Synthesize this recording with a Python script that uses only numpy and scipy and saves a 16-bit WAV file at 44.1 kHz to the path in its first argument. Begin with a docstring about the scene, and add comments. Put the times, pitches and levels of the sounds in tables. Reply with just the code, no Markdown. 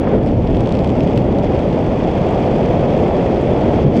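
"""Wind buffets the microphone port of a small camera held out from a paraglider, high above open land.
Eddies rumble, thump and roar at the port; the roar wavers in strength and slightly in brightness, and a
hollow resonance swells near the end. Air hisses over the case in quick spurts, the fluttering gear
crackles finely, and the slipping mount gives dry handling clicks."""
import sys
import numpy as np
from scipy import signal
from scipy.fft import rfft, irfft
from scipy.io import wavfile
from scipy.ndimage import uniform_filter1d, minimum_filter1d, map_coordinates

SR = 44100
rng = np.random.default_rng(int(sys.argv[2]) if len(sys.argv) > 2 else 0)


def unload_wav(signal):
    """Save mono or channel-first audio to the path in sys.argv[1] as 16-bit WAV at rate SR, clipped to [-1, 1]."""
    wavfile.write(
        sys.argv[1],
        SR,
        np.round(np.clip(np.atleast_2d(signal).T, -1, 1) * 32767).astype(np.int16),
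    )


N = 176400
T = np.arange(N) / SR

# eddies at the port: t/s, relative rumble level/dB, relative roar level/dB
EDDY_LEVELS = [(0, -19, -20), (0.15, -17, -16), (0.22, -17, -19), (0.42, -17, -22.5), (0.55, -15, -20.5),
               (0.65, -17, -20), (0.85, -17, -19), (1.2, -15.5, -19), (1.45, -17.5, -18.5),
               (2.0, -18.5, -19.5), (2.35, -19, -17.5), (2.8, -17.5, -17.5), (3.05, -18, -17.5),
               (3.4, -18.8, -18.5), (3.72, -18.0, -16), (3.84, -17, -17), (3.93, -16.5, -19),
               (4.0, -21, -14.5)]
# air over the case: t/s, relative hiss level/dB, relative treble level/dB
AIRFLOW_LEVELS = [(0, -42.5, -57.5), (0.15, -40.5, -56), (0.2, -46, -60), (0.28, -42, -52.5),
                  (0.35, -47, -59), (0.5, -42, -55.5), (0.75, -41.5, -53), (1.17, -41, -52.5),
                  (1.28, -43, -56.5), (1.45, -39.5, -52.5), (1.9, -40.5, -52.5), (2.1, -38.5, -51.5),
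                  (2.76, -37.5, -50.5), (3.6, -38, -52), (3.8, -37, -49.5), (3.9, -42.5, -57),
                  (3.96, -39.3, -47)]


def undb(db):
    """Decibels to gain."""
    return 10 ** (np.asarray(db) / 20)


def curve(table, column=1):
    """Table column, interpolated linearly in time."""
    rows = np.array(table)
    return np.interp(T, rows[:, 0], rows[:, column])


def swell(peak_s, width_s, power=2):
    """Bell envelope, 1/e at width_s from its peak."""
    return np.exp(-np.abs((T - peak_s) / width_s) ** power)


def unit_rms(x):
    """Scale to rms 1."""
    return x / np.sqrt(np.mean(x ** 2))


def colour(x, spectrum):
    """Filter by (f/Hz, level/dB) points, -40 dB/octave beyond the ends; rms 1."""
    hz, db = np.array(spectrum).T
    octave = np.log2(np.maximum(np.arange(N // 2 + 1) * SR / N, 1))
    knots = np.log2(hz)
    beyond_oct = np.abs(octave - np.clip(octave, knots[0], knots[-1]))
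    gain = undb(np.interp(octave, knots, db) - 40 * beyond_oct)
    return unit_rms(irfft(rfft(x) * gain, N))


def noise(spectrum):
    """Coloured noise, rms 1."""
    return colour(rng.standard_normal(N), spectrum)


def wander(rate_hz):
    """Smooth random wander, rms 1."""
    steps = rng.standard_normal(8192)
    return unit_rms(map_coordinates(steps, [T * rate_hz], order=3, mode="mirror"))


def steady(x, span_s):
    """Hold the rms near 1 over spans longer than span_s."""
    size = max(int(span_s * SR), 2)
    power = uniform_filter1d(uniform_filter1d(x ** 2, size), size)
    return x / np.sqrt(power + 1e-12)


def gear_crackle(ticks_per_s=520, spread_db=4, decay_s=0.00038):
    """Fluttering gear ticks densely, louder while the mount is turned."""
    # tick spectrum: f/Hz, relative level/dB
    spectrum = [(1200, -5.5), (2200, 4), (3400, 2.5), (3900, -6.5), (4800, -6), (6500, -14), (8100, -17.5),
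                (8800, -26.5), (10500, -33), (14000, -53)]
    onsets = rng.random(N) < ticks_per_s / SR
    ticks = onsets * undb(spread_db * np.clip(rng.standard_normal(N), -2, 2))
    envelope = signal.lfilter([1], [1, -np.exp(-1 / (SR * decay_s))], ticks)
    crackle = colour(envelope * rng.standard_normal(N), spectrum)
    turning_db = 2.5 * swell(peak_s=0.77, width_s=0.66, power=4)
    return crackle * undb(curve(AIRFLOW_LEVELS, column=2) + 5.5 + turning_db)


def mount_clicks(attack_s=0.00026, ring_decay_s=0.0007, snap_decay_s=0.00057):
    """Each slip of the mount rings the case briefly, with a thin bright snap."""
    # slips: t/s, ring level/dB, snap level/dB
    slips = [(0.4745, -28, -69), (.5668, -32, -60), (.570, -27, -52), (0.576, -36, -70), (0.607, -27, -58),
             (0.610, -33, -66), (.6608, -27, -51), (0.6735, -25, -70), (0.6923, -27, -68),
             (0.724, -26, -41), (0.7529, -23.5, -65), (0.7712, -31, -68), (0.791, -26, -45),
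             (0.8459, -25, -39), (0.894, -29, -67), (1.0066, -21, -46.5), (1.133, -28, -69),
             (1.1585, -35, -64), (1.176, -20.5, -39), (1.1776, -24, -45), (3.959, -28, -54)]
    # case ring spectrum: f/Hz, relative level/dB
    ring_spectrum = [(900, -12), (1900, -0.5), (2600, 7.5), (3400, 2), (4000, -6), (5200, -9), (6800, -29),
                     (8000, -16.5), (9500, -39), (15000, -56)]
    # snap spectrum: f/Hz, relative level/dB
    snap_spectrum = [(3000, -7), (5000, 3), (7000, -2), (8000, 10), (9500, -14), (12000, -5), (13300, 0),
                     (14400, -2.5), (15500, -9)]
    ring = steady(noise(ring_spectrum), span_s=0.0003)
    snap = steady(noise(snap_spectrum), span_s=0.0006)
    out = np.zeros(N)
    for peak_s, ring_db, snap_db in slips:
        age_s = np.maximum(T - peak_s, 0)
        attack = np.sin(np.pi / 2 * np.clip(1 + (T - peak_s) / attack_s, 0, 1)) ** 2
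        out += ring * undb(ring_db) * attack * np.exp(-age_s / ring_decay_s)
        out += snap * undb(snap_db) * attack * np.exp(-age_s / snap_decay_s)
    return out


def case_hiss(hiss_trim_db=1.56, treble_trim_db=-1.8):
    """Air rushes over the case; hiss and treble spurt together."""
    # hiss spectrum: f/Hz, relative level/dB
    hiss_spectrum = [(500, -14.5), (1200, 2.5), (1600, 0), (2000, 1), (2500, 0.5), (2950, -5), (3350, -2),
                     (3800, -14.5), (5000, -30)]
    # treble spectrum: f/Hz, relative level/dB
    treble_spectrum = [(2800, -15.5), (3900, -3.5), (4600, 1.5), (5600, -5), (6300, -5.5), (7000, -11.5),
                       (8100, -14.5), (8700, -20), (10500, -24), (12500, -35), (15000, -46)]
    spurts = wander(rate_hz=171.4) + 0.23 * wander(rate_hz=45)
    hiss = colour(rng.standard_normal(N) * undb(1.17 * spurts), hiss_spectrum)
    hiss *= undb(curve(AIRFLOW_LEVELS) + hiss_trim_db)
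    flickering = rng.standard_normal(N) * undb(0.5 * spurts + 1.5 * wander(rate_hz=580))
    treble = colour(flickering, treble_spectrum)
    return hiss + treble * undb(curve(AIRFLOW_LEVELS, column=2) + treble_trim_db)


def gust(level_db=-33.5, rasp_db=3.5):
    """A short gust rasps in the midrange."""
    # gust spectrum: f/Hz, relative level/dB
    spectrum = [(400, 1), (900, 11), (1400, 0.5), (2200, -5.5), (3500, -36), (6000, -37)]
    rasp = noise(spectrum) * undb(level_db + rasp_db * wander(rate_hz=110))
    return rasp * swell(peak_s=0.092, width_s=0.17)


def port_resonance(level_db=-22.5, pitch_drift=0.06):
    """Flow across the port swells into a hollow resonance of wandering pitch."""
    # resonance spectrum: f/Hz, relative level/dB
    spectrum = [(400, -17), (520, -1.5), (620, 0), (760, -4.5), (1000, -15.5)]
    position = np.cumsum(1 + pitch_drift * wander(rate_hz=7))
    band = steady(noise(spectrum), span_s=0.08)
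    tone = map_coordinates(band, [position], order=3, mode="mirror")
    return tone * undb(level_db) * swell(peak_s=3.18, width_s=0.55)


def eddy_thumps(band_ratio=1.22):
    """Single large eddies hit the port, each at its own pitch."""
    # eddy hits: t/s, half-width/s, centre f/Hz, level/dB
    hits = [(0.148, 0.015, 460, -18), (0.375, 0.045, 101, -18), (0.52, .04, 34, -17.5),
            (3.863, 0.041, 153, -12), (3.98, .018, 239, -10.5)]
    out = np.zeros(N)
    for peak_s, width_s, hz, db in hits:
        band = steady(noise([(hz / band_ratio, 0), (hz * band_ratio, 0)]), span_s=0.026)
        out += band * undb(db) * swell(peak_s, width_s)
    return out


def eddy_buffet(trim_db=2):
    """The largest eddies push slowly on the microphone."""
    # deep bass spectrum: f/Hz, relative level/dB
    spectrum = [(8, -27), (20, -4.5), (35, 0.5), (55, 2), (80, -8.5), (140, -22.5)]
    # buffeting strength: t/s, relative level/dB
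    levels = [(0, -32.5), (0.3, -26.5), (0.52, -27), (0.65, -29), (0.88, -34), (1.0, -28), (1.5, -29.5),
              (2.7, -29.5), (3.6, -34), (3.85, -26.5), (4.0, -40)]
    return steady(noise(spectrum), span_s=0.12) * undb(curve(levels) + trim_db)


def eddy_rumble(trim_db=0.67):
    """Mid-sized eddies rumble at the port."""
    # rumble spectrum: f/Hz, relative level/dB
    spectrum = [(40, -23.5), (70, -1.5), (110, -1.5), (180, -1), (260, -3.5), (380, -14), (700, -42.5)]
    return steady(noise(spectrum), span_s=0.15) * undb(curve(EDDY_LEVELS) + trim_db)


def eddy_roar(trim_db=1.49, lowpass_order=4.54, flutter_db=1.1):
    """Small eddies roar below an upper edge that drifts slightly around 650 Hz."""
    # roar spectrum before the low-pass: f/Hz, relative level/dB
    spectrum = [(120, -6), (230, -5.5), (340, 0.5), (480, 0.5), (620, 0.5), (800, -0.5), (1200, -.5),
                (3000, -8.5)]
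    # upper edge of the roar: t/s, f/Hz
    cutoff = [(0, 605), (.16, 565), (.3, 628), (.6, 674), (1.2, 624), (2, 703), (2.7, 652), (3.3, 636),
              (3.75, 650), (3.95, 610)]
    bins, cutoff_hz = rfft(noise(spectrum)), curve(cutoff)
    bin_hz = np.maximum(np.arange(N // 2 + 1) * SR / N, 1)
    third_octaves = 3 * np.log2(bin_hz / 100)
    out = np.zeros(N)
    for k in range(18):
        centre_hz = 100 * 2 ** (k / 3)
        band = irfft(bins * np.maximum(1 - np.abs(third_octaves - k), 0), N)
        out += band / np.sqrt(1 + (centre_hz / cutoff_hz) ** (2 * lowpass_order))
    flutter = undb(flutter_db * wander(rate_hz=110))
    return steady(out * flutter, span_s=0.11) * undb(curve(EDDY_LEVELS, column=2) + trim_db)


def scene():
    """Wind and handling at one microphone."""
    wind = eddy_buffet() + eddy_rumble() + eddy_roar() + case_hiss() + gust() + eddy_thumps()
    return (wind + gear_crackle() + mount_clicks() + port_resonance())[None]


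def record(dry, ceiling=0.86, cutoff_hz=15600):
    """The camera's limiter eases down the peaks; a low-pass cuts the top."""
    gain = np.minimum(ceiling / (np.abs(dry) + 1e-9), 1)
    held = minimum_filter1d(gain, size=600)
    smoothed = uniform_filter1d(uniform_filter1d(held, size=300), size=300)
    lowpass = signal.ellip(8, 0.2, 70, cutoff_hz, fs=SR, output="sos")
    return signal.sosfilt(lowpass, dry * smoothed)


dry = scene()
out = record(dry)
unload_wav(out)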